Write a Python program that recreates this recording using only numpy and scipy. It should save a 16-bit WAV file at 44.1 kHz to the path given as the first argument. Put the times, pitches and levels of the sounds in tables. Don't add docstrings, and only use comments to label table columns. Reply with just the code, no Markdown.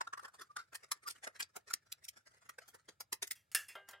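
import sys
import numpy as np
from scipy import signal
from scipy.fft import rfft, irfft
from scipy.io import wavfile
from scipy.ndimage import map_coordinates

SR = 44100
rng = np.random.default_rng(int(sys.argv[2]) if len(sys.argv) > 2 else 0)


def inscribe(sig):
    pcm = np.round(np.clip(np.atleast_2d(sig).T, -1, 1) * 32767)
    wavfile.write(sys.argv[1], SR, pcm.astype(np.int16))


N = 176400
T = np.arange(SR // 2) / SR
SIDES = np.array([[1], [-1]])

# frequency in Hz, t60 in seconds.
ROOM_DECAY = [(200, 0.15), (2000, 0.16), (14000, 0.047)]
# frequency in Hz, relative level in dB.
HUM_SPECTRUM = [(25, -26), (100, 5.5), (250, -10), (2000, -18.5), (16000, -33.5)]
KNOCK_SPECTRUM = [(100, -27), (600, 29), (3400, 17.5), (4500, 7), (12000, -54)]
METAL_SPECTRUM = [(300, -16), (1100, -3.5), (1680, 10), (2800, 2), (3900, -7), (7000, 2.5), (10000, -2),
                  (16000, 0)]
FLEX_SPECTRUM = [(70, -29.5), (170, -8), (420, 5.5), (1000, -2), (3000, -52)]
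CRACKLE_SPECTRUM = [(700, -65), (2100, -1.5), (3700, -3), (5300, 2.5), (6300, -0.5), (8200, 0.5),
                    (16000, -1.5)]
WALL_SPECTRUM = [(400, -30.5), (880, -10.5), (1170, 3), (1400, 1), (1850, -4), (2300, -21.5), (6000, -50.5)]
# time in seconds, frequency ratio.
WALL_TUNING = [(.2, 0.96), (.92, 1.178)]
# frequency in Hz, relative level in dB, t60 in seconds.
PIECE_MODES = [(390.4, -12.5, 0.46), (796, -5, 0.26), (1200, -10, 0.39), (1375, 5.5, 0.087),
               (1595, -2, 0.47), (2090, -8, 0.3), (2860, -13, 0.63), (3170, 0, .15)]
BLADE_AND_STRIP_MODES = [(1965, -4, 0.047), (2733, 2.5, 0.21), (3400, -7.5, 0.2), (5120, 3.5, 0.11),
                         (8960, 14, 0.05), (11270, 16.5, 0.033)]
CAN_MODES = [(1199, 9.5, 0.067), (1860, -6, 0.075)]
# time in seconds, knock level in dB, scrape in dB, edge tick in dB.
TABLE_TAPS = [(3.754, -49.5, -97, -59.5), (3.8877, -57.5, -65.5, -47), (3.9098, -102, -68.5, -53),
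              (3.933, -56, -68, -69)]
# start in seconds, level in dB, attack time constant in ms, t60 of the noise burst in seconds,
# ring relative to the burst in dB.
SNAP_AND_PING = [(3.352, -59.5, 6.2, 0.036, -11.5), (3.516, -56.5, 0.084, 0.019, -21),
                 (3.5477, -32, 0.38, 0.038, -8.5), (3.682, -47, 13.6, 0.06, -5)]
# peak time in seconds, level in dB.
BLADE_RUBS = [(0.348, -59), (0.399, -56.5), (0.84, -56.5), (1.037, -63), (1.162, -63.5), (1.361, -57),
              (1.685, -56.5), (2.174, -59), (2.273, -61.5), (2.344, -68.5), (2.46, -66.5), (2.622, -61.5)]
SINGING_RUBS = [(0.51, -50), (0.583, -44), (1.069, -42.5)]
# peak time in seconds, rise over the last 10 dB in ms, flex level in dB,
# wall ring in dB, crackle in dB, frequency in Hz above which the crackle dulls.
BLADE_BITES = [ (0.014, 4.52, -55, -31, -42.5, 8200), (0.076, 4.1, -62, -41.5, -55, 8740),
               (0.136, 5.1, -65, -34.5, -49.5, 8400), (0.179, 5.6, -71, -42.5, -57.5, 11000),
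               (.198, 4.5, -92, -43, -59, 10700), (0.234, 7.1, -62, -56, -60.5, 10700),
               (0.252, 9.4, -58.5, -45.5, -57.5, 10100), (0.284, 5.9, -93, -49.5, -62.5, 11900),
               (0.418, 8.2, -60, -46, -51, 11300), (0.569, 5.1, -65, -37.5, -45.5, 9400),
               (0.596, 14, -76, -48, -56.5, 9000), (.733, 7.3, -63.5, -52, -60.5, 12100),
               (0.754, 7.2, -66.5, -47, -43, 13500), (0.92, 4.8, -60, -34, -31, 11700),
               (1.082, 9.9, -63.5, -44.5, -42, 14300), (1.107, 8.6, -66.5, -69, -44.5, 10300),
               (1.244, 11, -57, -48, -49, 9200), (1.275, 6.1, -46.5, -39, -47, 9900),
               (1.406, 7.2, -64.5, -37, -39, 12400), (1.428, 5, -61.5, -56, -37.5, 7700),
               (1.566, 7, -46.5, -47.5, -46.5, 13600), (1.709, 8.7, -88.5, -45.5, -50.5, 11400),
               (1.739, 3.53, -54, -39.5, -28.5, 16000), (1.925, 4.3, -70, -65.5, -39.5, 14400),
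               (2.048, 7.9, -114, -81, -52, 13900), (2.088, 4, -105, -79.5, -38.5, 14000),
               (2.496, 4.4, -60.5, -45.5, -52, 11900), (2.588, 4.3, -55, -48, -52.5, 10500),
               (2.686, 8.5, -68.5, -67.5, -56.5, 14700), (2.748, 6.2, -57.5, -55, -59.5, 13000),
               (2.890, 6.3, -57.5, -59, -53, 8800), (3.008, 4.4, -53.5, -53.5, -44.5, 13800),
               (3.129, 4.28, -45.5, -47, -33.5, 14200), (3.228, 4.46, -50.5, -42.5, -35, 10500),
               (3.275, 3.6, -86, -58, -47, 14100), (3.313, 3.8, -63, -47, -33, 16200)]
# time in seconds, a swell's fall time over its rise.
FALL_RATIO = [(2, 1.13), (3.1, 1.84)]

CRACKLE_SPREAD, WALL_SPREAD = 1.3, 0.85


def amp(db):
    return 10 ** (np.asarray(db) / 20)


def decay(t60):
    return amp(-60 * T / t60)


def along(points, hz):
    freqs, values = np.transpose(points)
    return np.interp(np.log(hz + 1), np.log(freqs + 1), values)


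def add(out, start_s, sound):
    at = round(start_s * SR) + np.arange(sound.shape[-1])
    inside = (at >= 0) & (at < N)
    out[:, at[inside]] += sound[:, inside]


def noise(spectrum, spread=0, size=len(T), uneven_db=4.5, spacing_hz=249.5, dull_hz=SR):
    hz = np.fft.rfftfreq(size, 1 / SR)
    resonances, lean = (map_coordinates(rng.standard_normal(size), [hz / spacing_hz]) for _ in range(2))
    gain = amp(along(spectrum, hz) + uneven_db * resonances) / np.sqrt(1 + (hz / dull_hz) ** 10)
    phase = np.exp(1j * spread * lean * SIDES)
    coloured = irfft(rfft(rng.standard_normal(size)) * gain * phase, size)
    return coloured / np.sqrt(np.mean(coloured ** 2) + 1e-20)


def ring(modes):
    out = np.zeros((2, len(T)))
    for hz, db, t60 in modes:
        out += amp(db + rng.normal()) * decay(t60) * np.sin(2 * np.pi * (hz * T + rng.random()))
    return out


def room_tone():
    return amp(-82) * noise(HUM_SPECTRUM, WALL_SPREAD, N, uneven_db=3.5)


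def room_reverb(near):
    hz, t, bands = signal.stft(rng.standard_normal((1, SR // 2)), SR, nperseg=256)
    fade = amp(-60 * t / along(ROOM_DECAY, hz)[:, None])
    tail = signal.istft(bands * fade, SR, nperseg=256)[1]
    return signal.fftconvolve(near, tail / np.linalg.norm(tail[0]), axes=1)[:, :N]


def click():
    return decay(0.06) * noise(CRACKLE_SPECTRUM)


def rub(peak_s, db):
    return bite(peak_s, rise_ms=11, flex_db=db - 10, wall_db=db, crackle_db=db - 3, dull_hz=9400)


def loose_piece():
    out = np.zeros((2, N))
    for time_s, db, scrape_db, tick_db in TABLE_TAPS:
        knock = decay(0.19) * noise(KNOCK_SPECTRUM)
        ringing = amp(-3.5) * ring(PIECE_MODES)
        add(out, time_s, amp(db) * (knock + ringing) + amp(tick_db) * click())
        add(out, *rub(time_s, scrape_db))
    return out


def singing_can(swell_s=0.0053):
    out = np.zeros((2, N))
    t = T - T.mean()
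    lowest_hz = CAN_MODES[0][0]
    for peak_s, db in SINGING_RUBS:
        tone = np.sin(2 * np.pi * (lowest_hz * t + rng.random()) + WALL_SPREAD * SIDES)
        add(out, peak_s + t[0], amp(db) * tone / np.cosh(t / swell_s))
    return out


def snap_and_ping():
    out = np.zeros((2, N))
    for start_s, db, attack_ms, t60, ring_db in SNAP_AND_PING:
        burst = decay(t60) * noise(METAL_SPECTRUM, uneven_db=3.5)
        shimmer = amp(-1.5) * decay(0.22) * noise(METAL_SPECTRUM, dull_hz=12100)
        contact = amp(4.5) * click()
        ringing = amp(ring_db) * ring(BLADE_AND_STRIP_MODES)
        attack = 1 - np.exp(-T * 1000 / attack_ms)
        add(out, start_s, amp(db) * attack * (contact + burst + shimmer + ringing))
    return out


def bite(peak_s, rise_ms, flex_db, wall_db, crackle_db, dull_hz, grain_db=3, grain_hz=900, size=8192):
    t = (np.arange(size) - size // 2) / SR
    fall_ms = rise_ms * np.interp(peak_s, *np.transpose(FALL_RATIO))
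    from_peak = np.abs(t) * 1000 / np.where(t < 0, rise_ms, fall_ms)
    skirt_power = np.where(t < 0, 1.55, 0.85)
    swell = amp(-10 * from_peak ** np.where(from_peak < 1, 1.6, skirt_power))
    grains = map_coordinates(rng.standard_normal(size), [(t - t[0]) * grain_hz])
    hiss = noise(CRACKLE_SPECTRUM, CRACKLE_SPREAD, size, dull_hz=dull_hz)
    crackle = amp(crackle_db + grain_db * grains) * hiss
    tuning = np.interp(peak_s, *np.transpose(WALL_TUNING))
    wall = amp(wall_db) * noise([(hz * tuning, db) for hz, db in WALL_SPECTRUM], WALL_SPREAD, size)
    flex = amp(flex_db) * noise(FLEX_SPECTRUM, WALL_SPREAD, size)
    return peak_s + t[0], swell * (crackle + wall + flex)


def cutting(handling_count=70, handling_end_s=2.95):
    out = np.zeros((2, N))
    for row in BLADE_BITES:
        add(out, *bite(*row))
    handling = [((k + rng.random()) / handling_count * handling_end_s, rng.normal(-75.5, 3.5))
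                for k in range(handling_count)]
    for peak_s, db in BLADE_RUBS + handling:
        add(out, *rub(peak_s, db))
    can = ring(CAN_MODES)
    can /= np.abs(rfft(can)).max()
    return out + amp(-7) * signal.fftconvolve(out, can, axes=1)[:, :N]


def scene():
    near = cutting() + singing_can() + snap_and_ping() + loose_piece()
    return near + amp(-18.5) * room_reverb(near) + room_tone()


def record(dry, top_hz=15900):
    return signal.sosfilt(signal.cheby1(14, 0.1, top_hz, fs=SR, output="sos"), dry)


dry = scene()
out = record(dry)
inscribe(out)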